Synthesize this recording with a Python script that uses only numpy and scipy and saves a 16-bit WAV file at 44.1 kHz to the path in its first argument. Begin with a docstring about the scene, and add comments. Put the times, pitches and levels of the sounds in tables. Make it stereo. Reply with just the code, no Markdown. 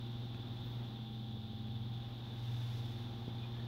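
"""First you hear the narrow, grainy whir of a fidget spinner coasting between finger and thumb outdoors.
Tiny balls roll and rub in its bearing, making the metal ring and now and then tick.
The hand softly bumps the microphone a few times. Nearby machinery hums, its low tones beating
against each other under a thin motor buzz. Behind it all, distant traffic rumbles,
a fine hiss swells once, and a far bird chirps near the end."""
import sys
import numpy as np
from scipy import signal
from scipy.fft import rfft, irfft
from scipy.io import wavfile

SR = 44100
rng = np.random.default_rng(int(sys.argv[2]) if len(sys.argv) > 2 else 0)


def put_to_file(sound):
    """Save the sound as 16-bit audio at rate SR, in the file named by the first command-line argument."""
    columns = np.atleast_2d(sound).T  # one column per channel
    safe = np.clip(columns, -1, 1)
    whole_steps = np.round(safe * 32767)
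    wavfile.write(sys.argv[1], SR, whole_steps.astype(np.int16))


N = 161847
T = np.arange(N) / SR
FREQS = np.maximum(np.arange(N // 2 + 1) * SR / N, 1)


CONTACTS_PER_S, CONTACT_SPREAD_DB, RUB_STRENGTH = 6000, 1.5, 0.89
WOBBLE_PER_S, WOBBLE_SWAY_HZ, LOAD_SWAY_HZ = 7.3, 21.5, 22
WHIR_DB, WHIR_BAND_HZ = -60.5, (2660, 4320)
# How the bearing rings: pitch_hz, width_hz, relative_level_db
BEARING_RINGS = [(3548, 404, 20), (3516, 80, 15)]
def bearing_whir():
    """Balls knock and rub, ringing the metal. The pitch sways as the toy wobbles and the load shifts."""
    sizes = from_db(CONTACT_SPREAD_DB * rng.exponential(1, (2, N))) * rng.choice([-1, 1], (2, N))
    contacts = rms_one(sizes * (rng.random((2, N)) < CONTACTS_PER_S / SR))
    force = contacts + RUB_STRENGTH * rng.standard_normal((2, N))
    whir = 0
    for hz, width, db in BEARING_RINGS:
        decay = np.exp(-np.pi * width / SR)  # a narrower ring lasts longer
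        feedback = [1, -2 * decay * np.cos(2 * np.pi * hz / SR), decay ** 2]
        whir += from_db(db) * (1 - decay ** 2) * signal.lfilter([1, 0, -1], feedback, force)
    sway_hz = WOBBLE_SWAY_HZ * tone(WOBBLE_PER_S) + LOAD_SWAY_HZ * drift(5)
    # slide the whole whir up and down by sway_hz
    whir = np.real(signal.hilbert(whir) * np.exp(2j * np.pi * np.cumsum(sway_hz) / SR))
    return rms_one(band(whir, WHIR_BAND_HZ)) * from_db(WHIR_DB) * pan(16)


# Each tick: start_s, gain_db, pan_db (left minus right)
TICKS = [(.082, -64, -8), (.346, -51, -10), (1.684, -57, -10)]
# The tones in one tick: pitch_hz, gain_db, fade_s
TICK_RINGS = [(1700, -7, 0.0052), (2570, 0, 0.02), (3740, 4, .008), (5400, -10, 0.0055)]
def bearing_ticks():
    """A few ball contacts stand out as ticks. Each contact is soft, which dulls its treble."""
    ticks = sum(from_db(db) * pan(pan_db) * strike(s, TICK_RINGS) for s, db, pan_db in TICKS)
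    return soften(ticks, corner_hz=4400)


# Each bump: start_s, gain_db
BUMPS = [(1.371, -31.5), (1.533, -36), (1.682, -34.5), (3.28, -24.5)]
# The tones in one bump: pitch_hz, gain_db, fade_s
BUMP_RINGS = [(140, -3.5, 0.011), (217, -6, 0.015), (436, -13, 0.01)]
def hand_bumps():
    """The hand knocks the microphone: short, round thuds with no deep bass or treble."""
    bumps = sum(from_db(db) * strike(s, BUMP_RINGS) for s, db in BUMPS)
    return band(bumps + 1e-18, edges_hz=(61, 470))


FAN_HZ, MAINS_HZ, DRONE_HZ = 119.2, 100.0, 218.55
FAN_TRIM_DB, MAINS_TRIM_DB, DRONE_TRIM_DB, FLUTTER_DB = -0.5, 1.5, -1, 0.5
# How each strong hum rises and falls, before its trim is added: time_s, level_db
FAN_LEVEL = [(0.0, -44), (0.6, -45), (0.8, -42), (1.05, -47.5), (1.2, -45), (1.57, -48.5), (1.72, -43),
             (1.9, -42), (2.2, -48), (2.54, -39), (2.87, -42), (3.15, -46.5), (3.4, -44.5), (3.67, -42)]
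MAINS_LEVEL = [(0.0, -69), (0.35, -54), (0.8, -61), (1.08, -72), (1.34, -52), (1.84, -52.5), (2.2, -64),
               (2.38, -55.5), (2.9, -51.5), (3.3, -58), (3.67, -63)]
DRONE_LEVEL = [(0.0, -54.5), (0.59, -64.5), (1.02, -50.5), (1.72, -50), (2.1, -58.5), (3.67, -57.5)]
# Fainter hums: pitch_hz, level_db, pan_db, wander_hz
WEAK_TONES = [(31.2, -68.5, -2, 0.15), (50.16, -68, 7, 0.078), (61.4, -74.5, 21, 0.25),
              (198.8, -65, -4.5, 0.14), (248.2, -66.5, 5, 2.906), (335, -70, -1, 2.94),
              (463.6, -75.5, 2, 3.02)]
def machinery_hum():
    """A fan and the mains power hum at close pitches, so they beat (throb). Other tones join in."""
    hums = [(FAN_HZ, FAN_TRIM_DB, FAN_LEVEL), (MAINS_HZ, MAINS_TRIM_DB, MAINS_LEVEL),
            (DRONE_HZ, DRONE_TRIM_DB, DRONE_LEVEL)]
    strong = sum(from_db(trim_db + FLUTTER_DB * drift(10)) * level(curve) * tone(hz)
                 for hz, trim_db, curve in hums)
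    weak = sum(from_db(db) * pan(pan_db) * tone(hz + wander_hz * drift(1.73))
               for hz, db, pan_db, wander_hz in WEAK_TONES)
    return strong * pan(-1.5) + weak


# Overtones of a second hum: pitch_multiple, level_db, pan_db
WAVER_TONES = [(2, -57.5, -2), (3, -63.5, -2)]
# How it fades and returns: time_s, gain_db
WAVER_GAIN = [(0, 1.5), (.8, -1), (1.2, -11.5), (1.8, -7.5), (2.16, -2), (2.7, -7.5), (2.95, 1.5),
              (3.67, 1.5)]
def wavering_hum(wander_hz=0.367):
    """A second hum wavers around two and three times the fan's pitch."""
    pitch = FAN_HZ + wander_hz * drift(2.2)
    hum = sum(from_db(db) * pan(pan_db) * tone(multiple * pitch) for multiple, db, pan_db in WAVER_TONES)
    return level(WAVER_GAIN) * hum


# Overtones of the motor: pitch_multiple, level_db, pan_db
MOTOR_TONES = [(6, -68.5, 9), (7, -81, -18), (9, -82, 10), (10, -82.5, 12), (15, -83.5, 26),
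               (16, -80.5, 11), (17, -69.5, -17.5), (19, -75, 0.5), (23, -80, 10.5), (33, -85, 0),
               (30, -84.5, 14), (35, -91, -3), (37, -90, -23)]
def motor_buzz(base_hz=46.755, waver_db=0.76):
    """A motor buzzes thinly: faint tones at whole multiples of one low pitch."""
    return sum(from_db(db + waver_db * drift(3.2)) * pan(pan_db) * tone(multiple * base_hz)
               for multiple, db, pan_db in MOTOR_TONES)


# The low rumble and the tyre noise, from bass to treble: pitch_hz, level_db_per_hz
RUMBLE = [(15, -97), (35, -82), (70, -77), (125, -74), (150, -77), (180, -78), (260, -79), (340, -84),
          (480, -92), (900, -108), (2000, -135)]
TYRES = [(150, -105), (450, -91.5), (850, -88.5), (1300, -94), (2000, -99), (3300, -100), (4500, -106),
         (7000, -122), (9000, -132)]
# How each rises and falls: time_s, gain_db
RUMBLE_GAIN = [(0, 0), (.8, 1.5), (1.3, -1), (2.0, -0.5), (2.7, -2.5), (3.67, 0.5)]
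TYRE_GAIN = [(0, -1), (.8, 1.5), (1.1, -3.5), (1.65, -3.5), (2.1, 0), (2.6, 1), (3.25, 1.5), (3.67, 2)]
def distant_traffic():
    """Far traffic makes a low rumble and a soft rush of tyres."""
    return level(RUMBLE_GAIN) * noise(RUMBLE) + level(TYRE_GAIN) * noise(TYRES)


SIZZLE_PEAK_S, SIZZLE_RISE_S, SIZZLE_FALL_S, SIZZLE_DB = 0.65, 0.02, 0.115, -71
# The steady hiss and the swelling hiss: pitch_hz, level_db_per_hz
STEADY_HISS = [(3000, -132), (8500, -129), (10500, -122), (11500, -116.5), (13500, -117), (15700, -113)]
SWELL_HISS = [(900, -108), (2000, -99), (3500, -93), (5500, -101), (7000, -110), (8700, -116),
              (11500, -108), (13500, -111), (15700, -109)]
# Which side the swelling hiss leans to: pitch_hz, pan_db
SWELL_PAN = [(1500, -14), (3500, 0.5), (5500, -10), (8000, -10.5), (11500, -1), (15000, -3)]
# How it rises and falls: time_s, gain_db
SWELL_GAIN = [(0, -10), (.5, -9.5), (.72, -8.5), (1.1, -11.5), (1.7, -12), (2.25, -9), (2.42, -4), (2.6, 0),
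              (2.72, 0), (2.95, -2.3), (3.12, -7.5), (3.67, -9.5)]
def fine_hiss(flicker_db=1):
    """Over a faint, steady hiss come a short, very high sizzle and later one flickering swell."""
    steady = noise(STEADY_HISS)
    flicker = from_db(flicker_db * drift(34))
    swell = level(SWELL_GAIN) * flicker * noise(SWELL_HISS, over_hz(SWELL_PAN))
    from_peak_s = T - SIZZLE_PEAK_S
    burst = np.exp(-np.maximum(-from_peak_s / SIZZLE_RISE_S, from_peak_s / SIZZLE_FALL_S))
    sizzle = rms_one(band(rng.standard_normal((2, N)), edges_hz=(13800, 16000)))
    return steady + swell + from_db(SIZZLE_DB) * pan(-7) * burst * sizzle


# Each bird note: peak_s, pitch_hz, level_db, rise_and_fall_s
CHIRPS = [(3.442, 2450, -60.5, 0.012), (3.563, 1770, -67, .012), (3.6, 1800, -65.5, 0.015)]
def far_bird(sag_hz_per_s=201, rasp_hz=75, flutter_db=1.5):
    """Short, nearly level notes, made raspy by a fast flutter in pitch and strength."""
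    notes = 0
    for peak_s, hz, db, slope_s in CHIRPS:
        sag_hz = sag_hz_per_s * np.clip(T - peak_s, -slope_s, slope_s)
        pitch = hz - sag_hz + rasp_hz * drift(146)
        shape = np.exp(-abs(T - peak_s) / slope_s)
        notes += from_db(db + flutter_db * drift(200)) * shape * tone(pitch)
    return notes * pan(-10)


# How alike the outdoor noise is on the left and right: pitch_hz, likeness_0_to_1
LIKENESS = [(60, 0.53), (240, 0.56), (480, 0.4), (950, 0)]
def noise(spectrum, pan_db=0):
    """Stereo noise shaped from bass to treble, alike on both sides only in the lows."""
    mid, side = rfft(rng.standard_normal((2, N)))
    alike = np.clip(over_hz(LIKENESS), 0, 1)
    both = np.sqrt(1 + alike) * mid + np.sqrt(1 - alike) * side * [[1], [-1]]
    return irfft(both * from_db(over_hz(spectrum)) * pan(pan_db), N) * np.sqrt(SR) / 2


def strike(start_s, rings):
    """A knock starts several tones at once; each dies away by 60 dB in its fade_s."""
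    age = np.clip(T - start_s, 0, .5)
    return sum(from_db(db) * np.exp(-np.log(1000) * age / fade_s) * np.sin(2 * np.pi * hz * age)
               for hz, db, fade_s in rings)


def tone(hz):
    """A pure tone of strength 1 on a steady or moving pitch."""
    return np.sqrt(2) * np.sin(2 * np.pi * (np.cumsum(hz + np.zeros(N)) / SR + rng.random()))


def drift(rate_hz):
    """Random wandering of strength 1, mostly slower than rate_hz."""
    return rms_one(irfft(rfft(rng.standard_normal(N)) / (1 + (FREQS / rate_hz) ** 2), N))


def band(x, edges_hz):
    """Gently turn down what lies outside two pitches."""
    return signal.sosfilt(signal.butter(2, edges_hz, "band", fs=SR, output="sos"), x)


def soften(x, corner_hz):
    """Dull the treble above corner_hz."""
    return signal.sosfilt(signal.butter(2, corner_hz, fs=SR, output="sos"), x + 1e-18)


def from_db(db):
    """Turn decibels into a multiplier."""
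    return 10 ** (np.asarray(db) / 20)


def rms_one(x):
    """Scale to an average strength (rms) of 1."""
    return x / np.sqrt(np.mean(x ** 2) + 1e-20)


def level(rows):
    """Join (time_s, level_db) points into a multiplier over time."""
    return from_db(np.interp(T, *np.transpose(rows)))


def over_hz(points):
    """Join (pitch_hz, value) points, giving each octave equal room."""
    hz, value = np.transpose(points)
    return np.interp(np.log(FREQS), np.log(hz), value)


def pan(db):
    """Left and right multipliers; positive db leans left."""
    return from_db(np.array([[.5], [-.5]]) * db)


def scene():
    """Add up all the sounds at the microphone."""
    spinner = bearing_whir() + bearing_ticks()
    machinery = machinery_hum() + wavering_hum() + motor_buzz()
    return spinner + hand_bumps() + machinery + distant_traffic() + fine_hiss() + far_bird()


def record(dry):
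    """Cut off the very highest treble steeply."""
    cutoff_hz = 15750
    hz = np.arange(N + 1) * SR / (2 * N)
    return irfft(rfft(dry, 2 * N) / np.sqrt(1 + (hz / cutoff_hz) ** 1200))[:, :N]


dry = scene()
out = record(dry)
put_to_file(out)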